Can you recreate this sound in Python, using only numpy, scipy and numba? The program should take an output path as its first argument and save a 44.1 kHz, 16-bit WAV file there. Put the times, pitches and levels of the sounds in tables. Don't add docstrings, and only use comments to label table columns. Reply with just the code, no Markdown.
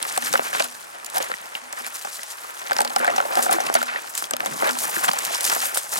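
import sys
import numpy as np
from scipy import signal
from scipy.fft import rfft, irfft, next_fast_len
from scipy.io import wavfile
from scipy.ndimage import uniform_filter1d
from numba import njit

SR = 44100
rng = np.random.default_rng(int(sys.argv[2]) if len(sys.argv) > 2 else 0)


def digitize_waveform(pressure):
    field = np.atleast_2d(pressure).T
    bounded = np.clip(field, -1, 1)
    quanta = np.round(bounded * 32767).astype(np.int16)
    wavfile.write(sys.argv[1], SR, quanta)


N = 264159
M = next_fast_len(N)


def undb(db):
    return 10 ** (np.asarray(db) / 20)


def curve(table):
    s, *columns = np.transpose(table)
    return [np.interp(np.arange(N) / SR, s, column) for column in columns]


def on_log_hz(points):
    hz, value = np.transpose(points)
    bin_hz = np.arange(M // 2 + 1) * SR / M
    return np.interp(np.log(bin_hz + 1), np.log(hz), value)


def unit(x):
    return x / np.sqrt(np.mean(x ** 2))


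def pair(alike):
    a, b = rng.standard_normal((2, N + SR))
    alike = np.clip(alike, 0, 1)
    return np.array([a, alike * a + np.sqrt(1 - alike ** 2) * b])


def walk(rate):
    k = int(SR / rate)
    steps = np.repeat(rng.standard_normal(300), k)
    return uniform_filter1d(steps, k // 2 + 1)[:N]


@njit
def bursts(n, sr, noise, s, size, hz, width, push_s, ring_s, pan, rise):
    out, one = np.zeros((2, n + 8192)), np.zeros((2, 8192))
    for e in range(len(s)):
        start = int(s[e] * sr)
        g, k = np.tan(np.pi * hz[e] / sr), width[e] / hz[e]
        m = min(int((push_s[e] + ring_s[e]) * sr) + 8, 8192)
        fade = 1000. ** (-1 / (push_s[e] * sr))
        top = 1e-12
        for c in range(2):
            b, l, b2, l2 = 0., 0., 0., 0.
            a, r = 1., 1.
            for i in range(m):
                push = (1 - r) * a * noise[c, start + i]
                v = (b + g * (push - l)) / (1 + g * (g + k))
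                b, l = 2 * v - b, l + 2 * g * v
                a, r = a * fade, r * rise
                v = (b2 + g * (v - l2)) / (1 + g * (g + k))
                b2, l2 = 2 * v - b2, l2 + 2 * g * v
                one[c, i] = v
                top = max(top, abs(v))
        out[0, start:start + m] += one[0, :m] * size[e] * pan[e] / top
        out[1, start:start + m] += one[1, :m] * size[e] / pan[e] / top
    return out[:, :n]


def grains(alike, s, db, hz, width, push_s, pan_db, rise_s):
    arrays = np.broadcast_arrays(s, db, hz, width, push_s, pan_db)
    s, db, hz, width, push_s, pan_db = (1. * v for v in arrays)
    hz = np.clip(hz, 60, .4 * SR)
    s, push_s = np.clip(s, 0, N / SR), np.clip(push_s, 2e-4, .1)
    ring_s = 2 * np.log(1000) / (np.pi * width)
    rise = np.exp(-1 / (rise_s * SR))
    return bursts(N, 1. * SR, pair(alike), s, undb(db), hz, width, push_s, ring_s, undb(pan_db / 2), rise)


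def swarm(count, hz, octaves, q, push_s, length_octaves, scatter_db, alike):
    at, size = rng.random(count), np.minimum(rng.exponential(size=count), 3.5)
    colour, length, pan = rng.standard_normal((3, count))
    centre = hz[(at * N).astype(int)] * 2 ** (octaves * colour)
    push_s = push_s * 2 ** (length_octaves * length)
    crackle = grains(alike, at * N / SR, scatter_db * size, centre, centre / q, push_s, 2.0 * pan, 0.00005)
    return unit(crackle)


# (time [s], leaf crackle level [dB], branch scrape level [dB], rumble through the body level [dB])
STEADY_BRUSHING = [(0.0, -37.5, -38.5, -54.5), (0.48, -35.5, -40, -56.5), (0.75, -42.5, -53, -64),
                   (1.02, -54.5, -50, -68), (1.17, -40.5, -44.5, -53), (1.67, -52, -49.5, -83),
                   (2.08, -37, -50, -76), (2.53, -45, -48.5, -85), (2.74, -40.5, -39, -81),
                   (2.93, -42.5, -40.5, -69), (3.22, -39.5, -37, -63), (3.69, -35.5, -36.5, -57),
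                   (3.95, -44, -35.5, -70), (4.22, -37, -55.5, -65), (4.38, -63, -44, -55),
                   (4.46, -42, -41.5, -53), (4.59, -32, -37, -57), (4.85, -30.5, -37, -50.5),
                   (5.29, -34, -35.5, -61), (5.57, -30, -37, -81), (5.7, -38, -38.5, -88),
                   (5.99, -33.5, -52.5, -49)]
# (start [s], length [s], leaf crackle level [dB], branch scrape level [dB])
BRANCH_SWEEPS = [(0.057, 0.067, -32, -49), (0.225, 0.048, -26, -44), (0.328, 0.054, -28, -31.5),
                 (0.53, 0.043, -30, -33), (0.579, 0.06, -33, -36.5), (1.135, 0.036, -29.5, -35.5),
                 (1.197, 0.045, -33, -35), (1.547, 0.021, -39, -38), (1.765, 0.04, -38, -42),
                 (1.821, 0.061, -36, -42.5), (1.942, 0.015, -30.5, -44), (2.292, 0.018, -32, -47),
                 (2.713, 0.015, -55, -36), (2.793, 0.018, -30, -28.5), (2.964, 0.16, -45, -33),
                 (3.36, 0.046, -27, -31), (3.417, 0.025, -22, -31.5), (3.503, 0.05, -27.5, -28.5),
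                 (3.749, 0.041, -38, -29.5), (3.794, 0.028, -34, -32.5), (4.142, 0.11, -37, -43.5),
                 (4.39, 0.063, -41, -38), (4.612, 0.076, -47, -28), (4.778, 0.062, -33, -56),
                 (4.966, 0.05, -32, -50), (5.03, 0.014, -22.5, -26), (5.231, 0.03, -29.5, -47),
                 (5.327, 0.035, -28, -35.5), (5.434, 0.11, -24, -32.5), (5.593, 0.07, -24, -37),
                 (5.75, 0.023, -26, -41), (5.918, 0.16, -31.5, -37)]
SWEEP_ATTACK_S, SWEEP_T60_S = 0.013, 0.12


def effort():
    t = np.arange(N) / SR
    start, length, *levels_db = np.transpose(BRANCH_SWEEPS)[:, :, None]
    attack = np.clip((t - start) / SWEEP_ATTACK_S, 0, 1)
    shape = attack * 1000. ** (-np.maximum(t - start - length, 0) / SWEEP_T60_S)
    gains = []
    for steady_db, sweep_db in zip(curve(STEADY_BRUSHING), levels_db):
        sweep_power = ((undb(sweep_db) * shape) ** 2).sum(axis=0)
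        gains.append(np.sqrt(undb(steady_db) ** 2 + sweep_power))
    return gains


# (time [s], centre frequency [Hz])
SCRAPE_PITCH = [(0, 1270), (1.15, 1130), (1.4, 1270), (2.6, 1270), (2.8, 950), (3.65, 903), (3.85, 1260),
                (4.35, 945), (4.7, 985), (5.0, 1270), (5.99, 1170)]
TAP_DB_PER_OCTAVE = -13


def brush(leaf, branch):
    scrape_hz = curve(SCRAPE_PITCH)[0]
    flurry = walk(35)
    leaves = swarm(count=12000, hz=7400 * 2 ** (0.2 * walk(14)), octaves=0.45, q=0.6, push_s=0.004,
                   length_octaves=1.5, scatter_db=2.6, alike=0.85)
    scrape = swarm(count=7000, hz=scrape_hz, octaves=0.57, q=1.47, push_s=0.014,
                   length_octaves=2.02, scatter_db=1.0, alike=0.91)
    ticks = swarm(count=900, hz=np.full(N, 6000.), octaves=0.89, q=0.49, push_s=0.0016,
                  length_octaves=1.0, scatter_db=3.0, alike=0.13)
    taps = swarm(count=400, hz=np.full(N, WOOD_MODES[1][0]), octaves=0.093, q=3.8, push_s=0.018,
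                 length_octaves=0.51, scatter_db=4.0, alike=0.92)
    crumbs = swarm(count=700, hz=np.full(N, 1500.), octaves=0.72, q=1.3, push_s=0.0029,
                   length_octaves=1.0, scatter_db=3.5, alike=0.84)
    leaf_sound = leaf * leaves * undb(-3.5 + 2.07 * flurry)
    tick_sound = leaf ** 0.59 * ticks * undb(-24)
    scrape = scrape * undb(5.5 + 0.97 * flurry + 1.45 * walk(45))
    crumbs = crumbs * undb(-3.0)
    taps = taps * undb(-2.7 + TAP_DB_PER_OCTAVE * np.log2(scrape_hz / 870))
    return leaf_sound + tick_sound + branch * (scrape + crumbs + taps)


# (frequency [Hz], relative density [dB per Hz])
AIR_SPECTRUM = [(18, -56), (30, -49), (189, -9), (844, 10.5), (1760, 5.5), (3870, -5.5), (7090, -6),
                (9710, -6), (14800, -35), (16000, -19)]
AIR_DB = -44.5


def air():
    spectrum = rfft(pair(0.36)[:, :M]) * undb(on_log_hz(AIR_SPECTRUM))
    return unit(irfft(spectrum, M)[:, :N]) * undb(AIR_DB)


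def body_rumble():
    rumble_band = signal.butter(2, [135, 330], "band", fs=SR, output="sos")
    rumble = signal.sosfilt(rumble_band, pair(0.064)[:, :N])
    sway = signal.sosfilt(signal.butter(1, 70, fs=SR, output="sos"), pair(0.82)[:, :N])
    body = undb(curve(STEADY_BRUSHING)[2])
    sway_gain = undb(-13.0) * body + undb(-74.0)
    return unit(rumble) * undb(6.7 * walk(30)) * body + unit(sway) * sway_gain


# (time [s], reference level [dB], reference pitch [Hz], reference t60 of the push [s])
TWIG_SNAPS = [(0.027,-3.5,9400,0.0053), (0.0886,-18,8000,0.024), (0.124,-16,7600,0.0095),
              (.176,0,8300,0.0088), (0.2223,-11,6400,0.013), (0.328,-2.5,5600,0.016),
              (0.337,-2,4130,0.0082), (.376,-4.5,2870,0.015), (0.537,-13,2600,0.013),
              (0.597,-1.5,2530,0.052), (0.623,-4.5,4000,0.007), (.641,-11,9600,0.049),
              (1.046,-14,8900,0.011), (1.0605,-16,10100,.006), (1.064,-13.5,7200,0.0073),
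              (1.0997,-15.5,10700,0.009), (1.171,-9.5,3800,0.018), (1.181,-3.5,11100,0.018),
              (1.225,-8,6800,0.0091), (1.543,-24,5060,.012), (1.727,-11,7640,0.0035),
              (1.865,-16,7500,0.011), (1.943,-18,9600,0.025), (2.0135,-24,8000,.005), (2.05,-18,4970,.008),
              (2.232,-14.5,9700,0.016), (2.594,-21.5,6140,0.028), (2.6717,-14,3480,0.0067),
              (2.71,-15,6500,0.008), (2.717,-16,5000,.008), (2.731,-7,5000,0.011), (2.7657,-6.5,5000,0.008),
              (2.7853,-3.5,5130,0.0077), (2.8049,0.5,8600,0.0067), (2.8164,-1,9600,0.0085),
              (2.848,-8,4550,0.023), (2.8755,-11.5,4570,0.012), (2.897,-17.5,4020,0.016),
              (2.9025,-19,3050,.01), (2.9615,-2.5,5030,0.01), (2.984,-13,9800,.011),
              (2.993,-11.5,10600,.012), (3.045,-13,8900,0.0093), (3.075,-19,7900,.015),
              (3.1024,-10,2600,.012), (3.1615,-9,5900,0.042), (3.18,-8,2620,0.028),
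              (3.3545,-4.5,4970,0.0089), (3.426,-4,8500,0.037), (3.511,-5.5,9400,0.044),
              (3.527,0.5,10600,0.027), (3.604,-10.5,5900,0.023), (3.6665,-9.5,2940,0.015),
              (3.7403,0,10300,0.021), (3.751,1.5,4520,0.019), (3.76,-6.5,9500,.012), (3.788,-15,9000,.01),
              (3.8279,-8,10700,0.0058), (3.835,-14,8950,0.0056), (4.151,-6,7500,0.015),
              (4.1766,-4.5,8000,0.037), (4.2407,-11,3330,0.014), (4.309,-0.5,8400,0.0055),
              (4.3351,-5.5,2890,0.012), (4.3663,-9,10700,0.0042), (4.4048,-16,4400,0.0057),
              (4.4598,-8,7040,0.0058), (4.4663,-12,3430,.015), (4.6428,-12,6670,0.023),
              (4.672,-7.5,3900,0.011), (4.692,-3.5,2860,0.014), (4.709,-9,5040,0.015),
              (4.7871,-5.5,7500,0.02), (4.9914,-14,7800,0.05), (5.039,-9,10200,0.018),
              (5.047,-7,7400,0.063), (5.0808,-8,3900,0.014), (5.086,-4,3170,0.019), (5.115,-3,4800,0.0046),
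              (5.133,-7,9300,0.01), (5.187,-2.5,7760,0.015), (5.25,-5,7200,0.0097), (5.3465,-7,5260,0.019),
              (5.3555,-10,5260,0.017), (5.408,-4.5,8300,0.0044), (5.412,-9,10000,0.011),
              (5.432,-10,10600,0.021), (5.442,-4.5,9700,0.02), (5.451,-2,7250,0.0069),
              (5.4978,-2.5,5440,0.011), (5.535,-5,7900,0.0085), (5.55,-3.5,11800,0.015),
              (5.563,-8.5,11800,0.0072), (5.745,-4,9640,0.065), (5.7723,-1.5,8800,0.022),
              (5.78,-6.5,8300,0.079)]


def snaps():
    s, db, hz, t60 = np.transpose(TWIG_SNAPS)
    pan = 0.13 + 1.0 * rng.standard_normal(len(s))
    click = grains(0.65, s + 0.00046, db - 4.5, 600 + 0.65 * hz, 600 + 3.0 * hz, 0.0013, pan, .0001)
    core = grains(0.98, s, db - 12.5, hz, 0.2 * hz, t60, pan, 0.0001)
    crack = grains(0.25, s, db - 11.5, 0.58 * hz, 2.4 * hz, 1.26 * t60, pan, 0.0015)
    return click + core + crack


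# (time [s], reference blow level [dB], pitch [Hz], ring level against the blow [dB])
BRANCH_KNOCKS = [(0.051,-16,1110,-11.5), (0.163,-23,1700,-3), (.176,-11,733,-6), (0.224,-15,1870,-9),
                 (0.337,-18,554,5), (.354,-10,1410,2), (0.394,-4.5,626,-23), (.529,-22.5,1660,-2),
                 (0.549,-9.5,1310,-10), (.601,-12,638,-1.5), (1.152,-20,710,-6), (1.168,-20,762,1),
                 (1.182,-15.5,810,-9.5), (1.202,-16,504,-5), (1.298,-23,493,-6), (1.3162,-8.5,1470,-21),
                 (1.339,-18,1890,-10), (1.5515,-13.5,2700,-8), (1.731,-18.5,895,-13), (1.8,-24,810,-9.5),
                 (1.846,-23,2220,-8), (1.865,-22,1490,-18), (2.048,-23.5,766,-2), (2.072,-23.5,1010,-10),
                 (2.192,-22.5,1870,-11), (2.443,-30.5,1240,-3), (2.698,-17,920,-17), (2.71,-9.5,750,-10),
                 (2.717,-12.5,1530,-0.5), (2.765,-23,840,0), (2.788,-18,840,4), (2.805,-7.5,840,-5),
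                 (2.848,-16,850,-4), (2.902,-25,800,-6), (2.963,-7,790,-7), (3,-26.5,530,1),
                 (3.023,-26,536,4.5), (3.045,-15.5,1480,-1), (3.077,-16.5,714,7), (3.086,-25.5,2050,8),
                 (3.096,-22.5,690,5), (3.137,-25,693,1), (3.16,-25,764,1), (3.18,-17.5,753,2),
                 (3.202,-12.5,1380,-1), (3.225,-19,820,-6), (3.251,-28,590,3), (3.33,-29,755,3),
                 (3.353,-20,786,-3), (3.371,-13.5,786,2), (3.39,-13.5,760,-2), (3.462,-17,727,-0.5),
                 (3.493,-15.5,790,0.5), (3.52,-11.5,780,-2), (3.535,-19.5,770,2), (3.541,-24,340,-4),
                 (3.563,-24,750,0.5), (3.584,-18,790,-2), (3.601,-22,750,2), (3.699,-7.5,654,-17),
                 (3.752,-6.5,700,-3), (3.815,-22,1400,1), (3.828,-12,1600,-4.5), (3.959,-21,1870,0),
                 (4.223,-13.5,970,-24), (4.31,-18.5,1550,-5), (4.3357,-13.5,590,-11.5),
                 (4.3656,-21,1460,-12), (4.4044,-9,1810,-15), (4.46,-10,970,-11), (4.624,-7.5,920,-15),
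                 (4.631,-10.5,600,-10), (4.643,-14,1100,-9), (4.658,-20,1560,-0.5), (4.673,-23,585,0),
                 (4.694,-19,1020,-8), (4.786,-31,1200,-14), (4.965,-23,1690,2), (4.97,-23,313,-10),
                 (5.043,-14.5,1440,-4.5), (5.046,-17,2550,-4), (5.083,-9,712,-7), (5.088,-13,1600,-4),
                 (5.0917,-1.5,930,-33), (5.111,-13,1080,-9), (5.133,-14.5,790,-9), (5.503,-20,1690,0),
                 (5.524,-21,1490,4.5), (5.563,-12,766,-10), (5.771,-13,1320,-3.5)]
# (frequency [Hz], width [Hz], relative level [dB])
WOOD_MODES = [(570, 101, -10), (753, 165, -5.5), (1393, 620, -1.5)]
RING_CYCLES = 37
BODY_DB_PER_OCTAVE = -19


def knocks():
    s, db, hz, ring_db = np.transpose(BRANCH_KNOCKS)
    t60, ring = RING_CYCLES / hz, db + ring_db
    body = ring + BODY_DB_PER_OCTAVE * np.log2(np.maximum(hz / 1500, 1))
    blow = grains(0.92, s + .0006, db + 1.5, 0.95 * hz, 0.96 * hz, .0012, 0, 0.00025)
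    bump = grains(0.44, s, db - 25.5, 242, 200, 0.71 * t60, 0, 0.0014)
    wood = sum(grains(0.98, s, body + mode_db, mode_hz, width, 0.43 * t60, 0, 0.00084)
               for mode_hz, width, mode_db in WOOD_MODES)
    own_pitch = grains(0.97, s, ring + 4, hz, 0.17 * hz, 0.55 * t60, 0, 0.000083)
    thud = grains(0.89, s, body - 5, 700, 1320, 1.0 * t60, 0, 0.00047)
    return blow + bump + own_pitch + undb(3.5) * wood + thud


# (time [s], level before flutter [dB])
GUN_HUM = [(.18, -40.5), (.345, -40), (.62, -46.5), (1.62, -53), (1.801, -52.5), (2.709, -55), (2.797, -39),
           (2.971, -39), (3.14, -42), (3.369, -38), (3.54, -46), (3.764, -35), (4.32, -43.5), (4.689, -35),
           (5.06, -42), (5.569, -45)]
HUM_HZ = 247.7
HUM_DAMPED_S = 0.35
HUM_FLUTTER_DB = 3


def gun():
    t = np.arange(N) / SR
    size = np.zeros(N)
    for s, db in GUN_HUM:
        swell = np.clip((t - s) / 0.0014, 0, 1)
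        damping = 1000. ** (-(np.maximum(t - s, 0) / HUM_DAMPED_S) ** 1.41)
        size += undb(db) * swell * damping
    phase = 2 * np.pi * np.cumsum(HUM_HZ * (1 + 0.01786 * walk(30))) / SR
    flutter = undb(HUM_FLUTTER_DB * walk(45))
    return np.sqrt(2) * size * flutter * np.sin(phase) * np.ones((2, 1))


def scene():
    leaf, branch = effort()
    return snaps() + knocks() + brush(leaf, branch) + gun() + air() + body_rumble()


@njit
def follow(x, fall):
    e, y = 1e-9, np.empty(len(x))
    for i in range(len(x)):
        e = max(x[i], e * fall)
        y[i] = e
    return y


# (frequency [Hz], width [Hz], boost [dB])
CASE_RESONANCES = [(658, 16, -1), (1710, 870, 2), (5170, 71, 3), (9180, 5800, 3)]
# (frequency [Hz], lead of the left [rad])
PORT_PHASE = [(90, -.3), (200, -2.0), (780, -2.45), (1800, -2.4), (3300, -1.6), (4900, -.9), (6500, -.55),
              (16000, -.5)]
# (frequency [Hz], left over right [dB])
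PORT_BALANCE = [(300, 0.3), (3000, 0.45), (9000, 1), (14000, 2)]
LIMIT_DB, LIMIT_RATIO, RELEASE_S = -13.5, 1.39, 0.039
TOP_HZ = 15900


def record(dry):
    f = np.arange(M // 2 + 1) * SR / M
    colour = undb(sum(db / (1 + (2 * (f - hz) / width) ** 2) for hz, width, db in CASE_RESONANCES))
    side = np.array([[1], [-1]])
    turn = np.exp(.5j * on_log_hz(PORT_PHASE) * side)
    balance = undb(on_log_hz(PORT_BALANCE) / 2 * side)
    x = irfft(rfft(dry, M) * colour * turn * balance, M)[:, :N]
    x = signal.sosfilt(signal.butter(1, 60, "high", fs=SR, output="sos"), x)
    envelope = follow(np.abs(x).max(axis=0), np.exp(-1 / (RELEASE_S * SR)))
    over = np.maximum(envelope / undb(LIMIT_DB), 1)
    gain_change = over ** (1 / max(LIMIT_RATIO, 1) - 1) - 1
    slew = np.exp(-1 / (0.0015 * SR))
    x = x * signal.lfilter([1 - slew], [1, -slew], gain_change) + x
    x = np.tanh(1.175 * x) / 1.07
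    return signal.sosfilt(signal.ellip(10, .2, 75, TOP_HZ, fs=SR, output="sos"), x)


dry = scene()
out = record(dry)
digitize_waveform(out)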